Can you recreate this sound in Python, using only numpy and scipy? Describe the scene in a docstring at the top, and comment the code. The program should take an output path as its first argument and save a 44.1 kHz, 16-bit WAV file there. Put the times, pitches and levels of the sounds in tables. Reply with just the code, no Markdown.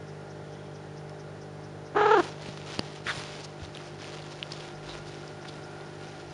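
"""An appliance hums at the back of a room, over a soft rush of air and a faint, pulsing high rasp.
Close up, a kitten on a soft blanket gives one closed-mouth trill right at a small camera: its vocal
folds sing through the nose, fluttering as the call builds to one last push. Then it rolls over and
grooms: fur slides over the blanket and bumps the camera, claws and tongue tick, and the hand-held
camera rumbles faintly as it moves."""
import sys
import numpy as np
from scipy import signal
from scipy.fft import rfft, irfft, next_fast_len
from scipy.io import wavfile
from scipy.ndimage import map_coordinates

SR = 44100
rng = np.random.default_rng(int(sys.argv[2]) if len(sys.argv) > 2 else 0)


def master_out(mix):
    """Clip the mix to full scale and print it as 16-bit PCM to the path in sys.argv[1]."""
    frames = np.transpose(np.atleast_2d(mix))
    ceiling = np.clip(frames, -1, 1)
    pcm = np.round(ceiling * 32767).astype(np.int16)
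    wavfile.write(sys.argv[1], SR, pcm)


N = 279153

# The hum before and after the camera turns. Each row: multiple of the mains, relative level in dB.
HUM_BEFORE_TURN = [(1, -23), (2, -6.5), (3, 1), (4, -8.5), (5, -26), (6, -9.5), (7, -9), (8, -4.5), (9, -6),
                   (10, -35), (11, -16), (12, -7), (13, -17.5), (14, -26), (15, -14), (16, -14.5),
                   (17, -16.5)]
HUM_AFTER_TURN = [(1, -25), (2, -8), (3, 1.5), (4, -11), (5, -17), (6, -9), (7, -3), (8, -5.5), (9, -11),
                  (10, -25), (11, -18.5), (12, -6.5), (13, -18), (14, -25), (15, -8.5), (16, -14.5),
                  (17, -16.5)]
# Resonances of the appliance's casing. Each row: centre in Hz, width in Hz, relative level in dB.
CASING_MODES = [(371, 85, -3.5), (757, 79, -6), (1406, 43, -2.5), (1870, 85, -25.5)]
# The fader ride on the casing. Each row: time in seconds, level in dB.
CASING_RIDE = [(0, -56), (3.3, -60), (4.5, -54), (5.7, -48.5), (6.3, -52)]
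# Tone colours of the noise layers. Each row: frequency in Hz, relative level in dB.
AIR_EQ = [(20, -23), (60, -9), (110, 3.5), (240, -3), (400, -1), (530, -1.5), (780, -4.5), (1050, -8),
          (1800, -10.5), (2400, -17.5), (5500, -22), (7500, -29), (10500, -33)]
PULSE_EQ = [(3500, -43), (5000, 5), (6300, 1.5), (7500, -34)]
FUR_EQ = [(150, -5), (400, 5), (1000, 2), (1700, -0.5), (3000, 0), (5000, -3), (7000, -10.5),
          (10500, -21.5)]
RASP_EQ = [(150, -46), (300, -7), (800, 12.0), (1650, 3.5), (2100, -4), (4000, -17), (5000, -54)]
HISS_EQ = [(500, -23), (1400, 9.5), (2800, 3.5), (4100, 1.0), (4700, -7.0), (7200, -8.5), (8000, -51)]
RUMBLE_EQ = [(15, -29), (35, -13), (55, 6), (80, -15), (200, -44), (600, -91)]
# The swell at 2.24 s is a low, soft tail dying away just after the trill; the rest are fur and tongue.
# Each row: peak time in seconds, length in seconds, level in dB, centre in Hz, half-width in octaves.
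NOISE_SWELLS = [(.58, .4, -64.5, 3300, .1), (2.24, .07, -42, 400, .9), (2.959, 0.017, -46, 3000, 0.61),
                (3.069, 0.0025, -27, 1800, 0.5), (3.095, 0.041, -28.5, 1570, 0.45),
                (3.096, 0.046, -36.5, 3450, 0.15), (3.174, 0.11, -45.5, 1110, 2.4),
                (3.447, 0.02, -44, 5070, 0.36), (4.907, 0.061, -48.5, 3930, 0.13),
                (5.085, .04, -52, 4500, .5), (5.454, .009, -41, 1700, 0.4), (5.489, 0.015, -41, 3960, 0.3)]
KNOCK_S = 2.7938  # a paw knocks the camera: claw tick and bump at once
# Ticks of claws and tongue. Each row: start in seconds, level in dB, ring in Hz, share of dry snap.
GROOMING_TICKS = [(1.0955, -37, 5200, .4), (KNOCK_S - .0014, -15, 2800, .25), (KNOCK_S, -12, 4600, .25),
                  (3.65, -29, 4000, .35), (3.7505, -24, 3640, .35), (3.7722, -23, 3100, .4),
                  (4.044, -27, 2600, .3), (4.2238, -31, 4250, .29), (4.4281, -11, 2980, 0.023),
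                  (4.5205, -19, 4550, .1), (4.5231, -22.5, 5180, 0.077), (5.279, -30.5, 5000, 0.26)]
# Throat and nose with the mouth shut. Each row: frequency in Hz, relative level in dB.
THROAT_EQ = [(200, -8), (330, 4.5), (450, -3.5), (850, -3), (1300, -8.5), (1650, -6.5), (2000, -25.5),
             (3000, -24), (4000, -33.5), (4800, -49)]
# How firmer closure of the folds recolours a beat. Each row: frequency in Hz, weight of boost or cut.
CLOSURE_EQ = [(450, 0.38), (850, -0.13), (1300, 0.94), (1700, -1.2), (2500, -0.55)]
# Fur sliding over blanket and camera. Each row: start in seconds, length in seconds, level in dB.
FUR_STROKES = [(2.2, .07, -40.5), (2.43, .22, -45.5), (2.69, .08, -41.5), (2.85, .12, -49),
               (3.08, .36, -39.5), (3.62, .03, -50), (3.76, .13, -48), (4.02, .24, -44.5), (4.32, .15, -49),
               (4.52, .17, -45.5), (4.87, .11, -46), (5.07, .22, -50), (5.46, .12, -52), (6.03, .3, -52)]
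# Soft bumps against the camera.
# Each row: start in seconds, level in dB, ring in Hz, time to fall 60 dB in seconds, attack in seconds.
CAMERA_BUMPS = [(2.487, -19.5, 137, 0.031, .0023), (KNOCK_S, -11.5, 170, .01, .00003),
                (3.065, -25.5, 120, 0.036, .0017), (3.174, -28, 110, 0.067, .003),
                (3.619, -27, 85, .12, .007)]
# Moves of the hand-held camera. Each row: peak time in seconds, length in seconds, level in dB.
CAMERA_MOVES = [(4.9, 0.43, -56), (6.3, .15, -65)]

# The call swells to a climax, eases off and stops.
CALL_START_S, CLIMAX_S, CALL_END_S = 1.945, 2.133, 2.204
CALL_ATTACK_S, CALL_RELEASE_S, EDGE_DB = .027, .008, 12.5
CALL_DB, SWELL_DB_PER_S, EASE_DB_PER_S = -22.4, 20, 32
# Its pitch scoops up, climbs slowly and sags just after the climax.
CALL_HZ, SCOOP_HZ, CLIMB_HZ_PER_S = 402, 155, 10
SAG_HZ_PER_S, SAG_DELAY_S = 1600, .011
# One last push lifts pitch and level at the climax, where the voice is clearest.
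PUSH_LENGTH_S, PUSH_HZ, PUSH_DB = .046, 19, 2.8
CLIMAX_ROUGH, ROUGH_BEFORE_PER_S, ROUGH_AFTER_PER_S = 0.12, 3.9, 2.8
# Flutter beats lift pitch and level too; their accents fade after the climax.
BEAT_LENGTH_S, BEAT_RISE_HZ, BEAT_SWELL_DB, BEAT_FADE_S = .0145, 48, 7.8, .075


def amp(db):
    """Decibels to gain."""
    return 10 ** (np.asarray(db) / 20)


def unit(x):
    """Scale to rms 1."""
    return x / np.sqrt(np.mean(x ** 2) + 1e-20)


def clock():
    """The time of each sample in seconds."""
    return np.arange(N) / SR


def along(points, hz):
    """Read an EQ curve at hz, on a log frequency axis."""
    freqs, values = np.transpose(points)
    return np.interp(np.log(hz + 1), np.log(freqs + 1), values)


def wobble(rate):
    """A smooth random drift, rate points a second."""
    return map_coordinates(rng.standard_normal(int(N * rate / SR) + 4), [clock() * rate])


def swell(peak_s, length):
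    """A bell-shaped fade in and out around peak_s."""
    return np.exp(-np.minimum((2 * (clock() - peak_s) / length) ** 2, 50))


def filtered(x, response):
    """Shape x with a frequency response."""
    size = next_fast_len(N + SR // 4)
    return irfft(rfft(x, size) * response(np.fft.rfftfreq(size, 1 / SR)), size)[..., :N]


def noise(eq, grain_db=0):
    """Coloured noise of rms 1; grain_db breaks it into tiny clumps."""
    white = rng.standard_normal(N) * amp(grain_db * wobble(1500))
    return unit(filtered(white, lambda hz: amp(along(eq, hz))))


def add(track, start, sound):
    """Drop a sound onto the track at start seconds."""
    remaining = track[round(start * SR):]
    remaining[:len(sound)] += sound[:len(remaining)]


def appliance_hum(mains_hz=50.15, before_db=-43.5, after_db=-44.5, smear=.18, waver_db=0.84):
    """Mains buzz, its pulse smeared by the room; the overtones crossfade as the camera turns."""
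    turned = np.interp(clock(), [2.2, 3.9], [0, 1])
    phase = 2 * np.pi * mains_hz * clock() + 0.018 * wobble(2.94)
    mixes = []
    for harmonics, level_db in (HUM_BEFORE_TURN, before_db), (HUM_AFTER_TURN, after_db):
        rms = np.sqrt(sum(amp(db) ** 2 for _, db in harmonics) / 2)
        mixes.append({k: amp(level_db + db) / rms for k, db in harmonics})
    before, after = mixes
    out = np.zeros(N)
    for k in before:
        gain = (1 - turned) * before[k] + turned * after[k]
        out += gain * amp(waver_db * wobble(7)) * np.cos(k * phase + smear * k * k)
    return out


def room_air(level_db=-48.5):
    """The steady rush of the room, a bed under everything."""
    return amp(level_db) * noise(AIR_EQ)


def appliance_casing():
    """A rush coloured by the casing's narrow resonances, coming forward late in the scene."""
    def resonances(hz):
        return sum(amp(db) * 1j * hz * width / (centre ** 2 - hz ** 2 + 1j * hz * width)
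                   for centre, width, db in CASING_MODES)
    level_db = np.interp(clock(), *np.transpose(CASING_RIDE))
    return amp(level_db) * unit(filtered(rng.standard_normal(N), resonances))


def faint_pulse(period_s=.2222, length_s=0.029, level_db=-58):
    """A faint high rasp recurs four and a half times a second."""
    beats = sum(swell(peak_s, length_s) for peak_s in np.arange(.09, N / SR, period_s))
    return amp(level_db) * beats * noise(PULSE_EQ)


def noise_swells():
    """Short swells, each in one band of noise: light brushing, and a low, soft tail after the trill."""
    out = np.zeros(N)
    for peak_s, length, db, centre_hz, octaves in NOISE_SWELLS:
        band = lambda hz: 1 / (1 + (np.log2((hz + 1) / centre_hz) / octaves) ** 2)
        out += amp(db) * swell(peak_s, length) * unit(filtered(rng.standard_normal(N), band))
    return out


def ticks(snap_t60=0.0019, ring_t60=.0045, rise_cycles=1.1):
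    """Claws and tongue tick: a dry snap on top of a tiny, bright ring."""
    out, t = np.zeros(N), np.arange(SR // 5) / SR
    for start, db, hz, snap_share in GROOMING_TICKS:
        snap = snap_share * amp(-60 * t / snap_t60) * rng.standard_normal(len(t))
        rise = np.sin(np.pi / 2 * np.minimum(t * hz / rise_cycles, 1)) ** 2
        ring = rise * amp(-60 * t / ring_t60) * np.sin(2 * np.pi * hz * t)
        add(out, start, amp(db) * (ring + snap))
    return out


def call_effort():
    """Pitch, level and roughness of the call as it builds to one last push and lets go."""
    t = clock()
    held = np.clip(t, CALL_START_S, CALL_END_S)
    before, after = np.maximum(CLIMAX_S - held, 0), np.maximum(held - CLIMAX_S, 0)
    opening = np.maximum(1 - (t - CALL_START_S) / CALL_ATTACK_S, 0)
    closing = np.maximum(t - CALL_END_S, 0) / CALL_RELEASE_S
    push = swell(CLIMAX_S, PUSH_LENGTH_S)
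    scoop_hz = SCOOP_HZ * np.minimum(opening, 1)
    sag_hz = SAG_HZ_PER_S * np.maximum(after - SAG_DELAY_S, 0)
    pitch = CALL_HZ - CLIMB_HZ_PER_S * before + PUSH_HZ * push - sag_hz - scoop_hz
    fade_db = EDGE_DB * np.minimum(opening + closing, 10)
    level_db = CALL_DB - SWELL_DB_PER_S * before - EASE_DB_PER_S * after + PUSH_DB * push - fade_db
    rough = np.clip(CLIMAX_ROUGH + ROUGH_BEFORE_PER_S * before + ROUGH_AFTER_PER_S * after, 0, 1)
    return pitch, level_db, rough


def flutter(lead_s=0, first_s=1.967, period_s=.0229, slowing_s=.00076, weak_share=.6, count=10):
    """The roll in the trill: a slowing train of beats, strong and weak in turn until the climax."""
    k = np.arange(count)
    times = first_s + period_s * k + slowing_s * k * (k - 1) / 2
    sizes = np.where((k % 2 == 1) & (times < CLIMAX_S), weak_share, 1)
    return sum(size * swell(peak_s - lead_s, BEAT_LENGTH_S) for peak_s, size in zip(times, sizes))


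def trill(jitter=0.062, shimmer_db=1.0, closure=0.74, rasp_db=-5.8, hiss_db=-19.5, harmonics=13):
    """Vocal folds sing through the nose; each flutter beat lifts pitch, loudness and the midrange."""
    pitch, level_db, rough = call_effort()
    force = np.exp(-np.maximum(clock() - CLIMAX_S, 0) / BEAT_FADE_S)
    beat_db = BEAT_SWELL_DB * force * flutter()
    pitch += BEAT_RISE_HZ * flutter(lead_s=0.0017)
    pitch *= 1 + jitter * rough * wobble(350)
    voiced = (clock() > CALL_START_S) & (clock() < CALL_END_S + 2 * CALL_RELEASE_S)
    phase = 2 * np.pi * np.cumsum(pitch[voiced]) / SR
    k = np.arange(1, harmonics + 1)[:, None]
    partial_hz = k * pitch[voiced]
    closure_db = closure * along(CLOSURE_EQ, partial_hz) * beat_db[voiced]
    gains = amp(along(THROAT_EQ, partial_hz) + closure_db)
    # the throat delays the higher overtones, and the highest lose their footing from cycle to cycle
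    lag = (partial_hz / 1250) ** 2
    slip = np.clip(partial_hz / 2500 - .6, 0, .8) * np.array([wobble(300)[voiced] for _ in k])
    tone, puffs = np.zeros(N), np.zeros(N)
    tone[voiced] = unit(np.sum(gains * np.cos(k * phase - lag + slip), axis=0))
    tone *= amp(shimmer_db * rough * wobble(400))
    puffs[voiced] = 1 + 0.39 * np.cos(phase)  # air escapes once a cycle
    rasp = amp(rasp_db) * rough * noise(RASP_EQ)
    hiss = amp(hiss_db - beat_db / 2) * noise(HISS_EQ)
    onset = np.clip((clock() - CALL_START_S) * pitch, 0, 1)  # the folds take one cycle to get going
    return onset * amp(level_db + beat_db) * (tone + puffs * (rasp + hiss))


def room_reverb(x, t60=0.57, wet_db=-20):
    """The dry sound plus a short, weak answer from a furnished room."""
    t = np.arange(SR // 2) / SR
    tail = rng.standard_normal(len(t)) * amp(-60 * t / t60) * (1 - np.exp(-t / 0.009))
    return x + amp(wet_db) * signal.fftconvolve(x, tail / np.linalg.norm(tail))[:N]


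def stroke(start, length, attack_s=.05, release_s=.045, fade_db_per_s=17):
    """The envelope of a fur stroke: it catches quickly, loses speed as it slides and dies away."""
    t = clock() - start
    attack = np.clip(1 + t / attack_s, 0, 1)
    release = np.exp(-np.clip((t - length) / release_s, 0, 20))
    return attack * amp(-fade_db_per_s * np.clip(t, 0, length)) * release


def fur_rustle(stir_db=-57.5, catch_db=1.1, drift_db=.5, crackle_db=-20, snags_per_s=80):
    """Hairs slip past each other in tiny clumps, stroke by stroke, and a few snag and snap."""
    # after its call the kitten never lies quite still
    stirring = amp(stir_db) * np.clip((clock() - CALL_END_S) / .05, 0, 1)
    stroke_power = sum((amp(db) * stroke(start, length)) ** 2 for start, length, db in FUR_STROKES)
    sliding = np.sqrt(stirring ** 2 + stroke_power)
    snags = (rng.random(N) < snags_per_s / SR) * rng.standard_normal(N)
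    crackle = amp(crackle_db) * unit(filtered(snags, lambda hz: amp(along(FUR_EQ, hz))))
    unevenness = amp(catch_db * wobble(90) + drift_db * wobble(20))
    return sliding * unevenness * (noise(FUR_EQ, grain_db=4) + crackle)


def bumps():
    """The kitten bumps the camera, giving its body one low, damped push each time."""
    out, t = np.zeros(N), np.arange(SR // 5) / SR
    for start, db, hz, t60, attack in CAMERA_BUMPS:
        push = amp(-60 * t / t60) * (1 - np.exp(-t / attack)) * np.sin(2 * np.pi * hz * t)
        pressure = np.gradient(push) * SR / (2 * np.pi * hz)  # follows the speed of the push
        add(out, start, amp(db) * pressure)
    return out


def handling_rumble():
    """The hand-held camera rumbles faintly as it is moved."""
    moves = sum(amp(db) * swell(peak_s, length) for peak_s, length, db in CAMERA_MOVES)
    return moves * noise(RUMBLE_EQ)


def scene():
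    """Kitten up front, appliance behind, reverb on the trill alone; the same in both channels."""
    close_up = room_reverb(trill()) + fur_rustle() + noise_swells() + ticks() + bumps()
    bed = handling_rumble() + appliance_hum() + room_air() + appliance_casing() + faint_pulse()
    mono = close_up + bed
    return np.array([mono, mono])


def record(dry, notch_hz=7900, notch_width_hz=190, top_hz=10600):
    """The camera's own colour: a narrow notch in the treble and a hard cut above its band limit."""
    notch = lambda hz: 1 - np.exp(-((hz - notch_hz) / notch_width_hz) ** 2)
    return filtered(dry, lambda hz: notch(hz) * (hz < top_hz))


dry = scene()
out = record(dry)
master_out(out)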